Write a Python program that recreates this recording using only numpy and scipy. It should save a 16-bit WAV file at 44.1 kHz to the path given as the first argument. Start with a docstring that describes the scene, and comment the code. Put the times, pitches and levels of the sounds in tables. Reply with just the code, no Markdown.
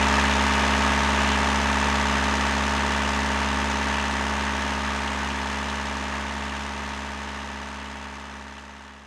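"""An open paved yard, with one microphone standing by a hydraulic power unit: mono, no echoes.
Its four-cylinder engine runs at a governed speed of about 2115 rpm. At the back the cooling fan
hums in a rush of air; in front the exhaust drones, and every firing knocks the block, rattles its
covers and sets injectors and valve gear clattering. The whole sound fades out evenly."""
import sys
import numpy as np
from scipy import signal
from scipy.fft import rfft, irfft, next_fast_len
from scipy.io import wavfile
from scipy.ndimage import uniform_filter1d, map_coordinates

SR = 44100
rng = np.random.default_rng(int(sys.argv[2]) if len(sys.argv) > 2 else 0)


def inscribe(sig):
    """Save sig as 16-bit PCM at rate SR to the path in sys.argv[1].

    A 1-D sig is mono; a 2-D sig holds one channel per row.
    Samples are clipped to [-1, 1] before scaling.
    """
    pcm = np.round(np.clip(np.atleast_2d(sig).T, -1, 1) * 32767)
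    wavfile.write(sys.argv[1], SR, pcm.astype(np.int16))


N = 399546

# the governor holds the engine near one speed: (time [s], crank speed [turns/s])
CRANK_SPEED = [(0, 35.284), (1.7, 35.214), (3.2, 35.285), (7.5, 35.216), (9, 35.21)]
# cylinders in firing order: (lateness [firing intervals], relative level [dB], base ring-out [s])
CYLINDERS = [(0.063, 0, 0.0083), (0.059, 0.5, 0.0078), (0.12, -2, 0.0077), (0.048, 0, 0.0053)]
CYCLE_HZ = np.mean(np.array(CRANK_SPEED)[:, 1]) / 2   # one engine cycle takes two crank turns


def from_db(db):
    """Decibels to gain."""
    return 10 ** (np.asarray(db) / 20)


def unit_rms(x):
    """Scale to unit power."""
    return x / np.sqrt(np.mean(x ** 2) + 1e-20)


def level_at(spectrum, hz):
    """Read a spectrum's level in dB on a log-frequency axis."""
    known_hz, level_db = np.transpose(spectrum)
    return np.interp(np.log(np.maximum(hz, 1)), np.log(known_hz), level_db)


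def drift(rate):
    """A smooth random wander of unit rms that changes about rate times a second."""
    hop, settle = 40, 2000
    pole = np.exp(-2 * np.pi * rate * hop / SR)
    noise = rng.standard_normal(N // hop + settle + 2)
    slow = signal.lfilter([1], [1, -2 * pole, pole * pole], noise)[settle:]
    return np.interp(np.arange(N) / hop, np.arange(len(slow)), unit_rms(slow))


def block_db(hz):
    """Lift that the resonances of the block and its covers give to each frequency."""
    # resonances: (centre [Hz], width [Hz], lift [dB])
    modes = [(890, 69, 3), (1240, 340, 3), (1520, 39, 5.5), (1698, 180, 4), (2000, 127, 4.5),
             (2376, 45, 6.5), (2637, 96, 5), (2895, 130, 4), (4200, 41, 3), (5120, 380, 4), (6170, 490, 4),
             (8470, 260, 3.5)]
    return sum(lift_db / (1 + (2 * (hz - centre) / width) ** 2) for centre, width, lift_db in modes)


def colour(white, spectrum):
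    """Give a white signal of unit power a spectrum in dB per Hz, plus the block's resonances."""
    size = next_fast_len(N)
    hz = np.arange(size // 2 + 1) * SR / size
    gain = from_db(level_at(spectrum, hz) + block_db(hz)) * np.sqrt(SR / 2)
    return irfft(rfft(white, size) * gain, size)[:N]


def crank_turns(hunt_turns=0.003, first_firing_turns=0.36):
    """Crank angle in turns, running a little ahead or behind as the governor hunts."""
    speed = np.interp(np.arange(N) / SR, *np.transpose(CRANK_SPEED))
    turns = np.cumsum(speed) / SR + hunt_turns * drift(1.5)
    return turns + 2 - first_firing_turns


def firing_envelope(cycles, rise_s, ring_scale):
    """Each cylinder's blow swells quickly and rings out, once in two crank turns."""
    blows = 0
    for k, (late, level_db, ring_s) in enumerate(CYLINDERS):
        age = (cycles - (k + late) / len(CYLINDERS)) % 1 / CYCLE_HZ
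        swell = 1 - np.exp(-age / rise_s)
        blows += from_db(level_db) * swell * np.exp(-age / (ring_s * ring_scale))
    return unit_rms(blows)


def per_firing(cycles):
    """A fresh random value for each firing, joined smoothly."""
    firing = (cycles * len(CYLINDERS)).astype(int)
    return uniform_filter1d(rng.standard_normal(N // 100)[firing], size=64)


def fan(turns, blades_per_turn=7.5603, hum_db=-35.5, flutter_db=0.75, sway_rad=0.082):
    """The belt-driven fan hums in the turbulent air that it pushes through the radiator."""
    # rush of cooling air and exhaust gas: (frequency [Hz], density before the block's lift [dB/Hz])
    rush = [(20, -88), (45, -81), (110, -72), (200, -65), (330, -65), (480, -67.5), (700, -62.5),
            (1100, -68), (1700, -65.5), (2700, -67), (4300, -74), (6500, -87.5), (9000, -84.5),
            (14500, -110)]
    hum = np.sqrt(2) * np.sin(2 * np.pi * blades_per_turn * turns + sway_rad * drift(5.5))
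    hum *= from_db(hum_db + flutter_db * drift(6.2))
    return hum + colour(rng.standard_normal(N), rush)


def clatter(cycles, uneven_db=1.0, grain_db=0.6):
    """Injectors and valve gear: each firing shakes loose a burst of tiny metal contacts."""
    # metal contacts: (frequency [Hz], density before the block's lift [dB/Hz])
    contacts = [(100, -79), (400, -78), (900, -72), (1800, -75.5), (2700, -73), (3600, -69.5), (4500, -75),
                (5700, -75.5), (7000, -75.5), (8600, -85), (11000, -93), (14500, -108)]
    bursts = firing_envelope(cycles, rise_s=0.00093, ring_scale=0.92)
    bursts *= from_db(uneven_db * per_firing(cycles) + grain_db * drift(300))
    return colour(unit_rms(bursts * rng.standard_normal(N)), contacts)


def cover_rattle(cycles, uneven_db=2.5, swell_db=3.0):
    """Each cover is shaken by every firing, now harder, now softer, and rings at its own pitch."""
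    # loose covers: (pitch [Hz], width [Hz], level [dB rms], lag [firing intervals])
    covers = [(918, 140, -41.5, 0.1), (1173, 150, -37.5, 0.064), (1726, 330, -37, 0.354),
              (2760, 660, -38.5, 0.19)]
    rattle = 0
    for hz, width_hz, level_db, lag in covers:
        shaken = cycles + 1 - lag / len(CYLINDERS)
        force = firing_envelope(shaken, rise_s=0.00085, ring_scale=0.87)
        force *= from_db(uneven_db * per_firing(shaken) + swell_db * drift(6.2))
        radius = np.exp(-np.pi * width_hz / SR)
        resonator = [1, -2 * radius * np.cos(2 * np.pi * hz / SR), radius * radius]
        ring = signal.lfilter([1, 0, -1], resonator, force * rng.standard_normal(N))
        # soft contacts carry little treble
        ring = signal.sosfilt(signal.butter(2, 1.33 * hz, fs=SR, output="sos"), ring)
        rattle += from_db(level_db) * unit_rms(ring)
    return rattle


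def knock_phases(size=2048, gear_share=0.88, gear_top_hz=2800, swell_s=0.0015):
    """Unit-size harmonics of one cycle: sharp firings, ringing panels and the running gear's churn."""
    # panels that ring once a cycle: (start [cycles], pitch [Hz], ring-out [s], strength [relative])
    panels = [(0.01, 924, 0.0037, 2.4), (.26, 918, 0.0043, 1.4), (.51, 920, .003, 1.6),
              (.76, 918, 0.0042, 1.0), (.06, 1765, 0.0039, 2.02), (.81, 1765, .004, 1.3),
              (.76, 1142, 0.0022, 2.67)]
    place = np.arange(size) / size
    blows = rng.standard_normal(size) * firing_envelope(place, rise_s=0.00066, ring_scale=0.96)
    for start, hz, ring_s, strength in panels:
        age = (place - start) % 1 / CYCLE_HZ
        # each panel's ring swells in softly, keeping its ping close to its pitch
        swell = 1 - np.exp(-age / swell_s)
        blows += strength * swell * np.exp(-age / ring_s) * np.sin(2 * np.pi * hz * age)
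    line_hz = np.arange(size // 2 + 1) * CYCLE_HZ
    churn = gear_share * rfft(rng.standard_normal(size)) / (1 + (line_hz / gear_top_hz) ** 4)
    return np.exp(1j * np.angle(rfft(blows) + churn))


def play_cycle(lines, cycles):
    """Repeat one cycle, given as rms harmonics, in step with the crank."""
    wave = irfft(lines) * (len(lines) - 1) * np.sqrt(2)
    return map_coordinates(wave, [cycles % 1 * len(wave)], order=3, mode="grid-wrap")


def engine(cycles, jitter_s=0.00003, uneven_db=0.62, wander_rad=0.33, scatter_db=3.0):
    """The exhaust drones on the low orders; above them the block knocks, never quite the same twice."""
    # strong lines of exhaust and block: (order [multiple of crank speed], level [dB rms])
    orders = [(2.0, -28.0), (4.0, -40.8), (6.0, -29.7), (6.5, -49.8), (8.5, -50.2), (9.5, -50.0),
              (10.0, -48.7), (10.5, -49.7), (11.5, -46.8), (12.0, -40.1), (14.0, -48.5), (15.0, -47.9),
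              (16.0, -49.5), (17.0, -41.3), (18.0, -41.5), (19.5, -42.3), (23.0, -39.2), (24.0, -38.0),
              (25.5, -40.1), (26.0, -32.2), (27.0, -40.4), (28.0, -38.2), (31.0, -39.6), (31.5, -41.9),
              (32.0, -39.7), (33.5, -42.4), (34.0, -38.9), (36.0, -40.6), (50.0, -38.8)]
    # all other lines of the knock: (frequency [Hz], level a line before lift and scatter [dB rms])
    knock_spectrum = [(18, -82), (60, -86), (120, -63), (330, -55), (480, -57), (700, -53.5), (1150, -50.5),
                      (1900, -51.5), (2200, -54.5), (2800, -60.5), (3300, -58), (4500, -72), (6600, -65.5),
                      (12000, -99)]
    phases, other_phases = knock_phases(), knock_phases()
    hz = np.arange(len(phases)) * CYCLE_HZ
    # countless narrow modes favour some lines over their neighbours
    scatter = rng.uniform(-1, 1, len(hz))
    scatter = unit_rms(scatter - uniform_filter1d(scatter, size=5))
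    ring_gains = from_db(level_at(knock_spectrum, hz) + block_db(hz) + scatter_db * scatter)
    strong_gains, exhaust = np.zeros(len(hz)), 0
    exhaust_cycles = cycles + 0.04 / len(CYLINDERS)   # slightly ahead of the firings
    for order, level_db in orders:
        line = round(2 * order)
        ring_gains[line] = 0
        if line <= 3 * len(CYLINDERS):   # the first three harmonics of the firing rate
            exhaust += from_db(level_db) * np.sqrt(2) * np.sin(2 * np.pi * line * exhaust_cycles)
        else:
            strong_gains[line] = from_db(level_db)
    timing = cycles + jitter_s * CYCLE_HZ * per_firing(cycles)   # ignition comes early or late
    blend = wander_rad * drift(0.95)   # the ring slowly changes colour
    ring = np.cos(blend) * play_cycle(phases * ring_gains, timing)
    ring += np.sin(blend) * play_cycle(1j * other_phases * ring_gains, timing)
    knock = play_cycle(phases * strong_gains, timing) + ring
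    exhaust *= from_db(0.3 * drift(4.3))
    return exhaust + knock * from_db(uneven_db * per_firing(cycles))


def scene():
    """The unit at the microphone, from a steady distance: everything turns with the crankshaft."""
    turns = crank_turns()
    cycles = turns / 2
    return (engine(cycles) + clatter(cycles) + cover_rattle(cycles) + fan(turns))[None]


def record(dry, silent_at_s=9.584, cutoff_hz=14800):
    """The microphone's channel: a straight fade towards silence and a steep cut of the top treble."""
    fade = np.clip(1 - np.arange(N) / SR / silent_at_s, 0, 1)
    low_pass = signal.ellip(12, 0.1, 90, cutoff_hz, fs=SR, output="sos")
    return signal.sosfilt(low_pass, dry * fade)


dry = scene()
out = record(dry)
inscribe(out)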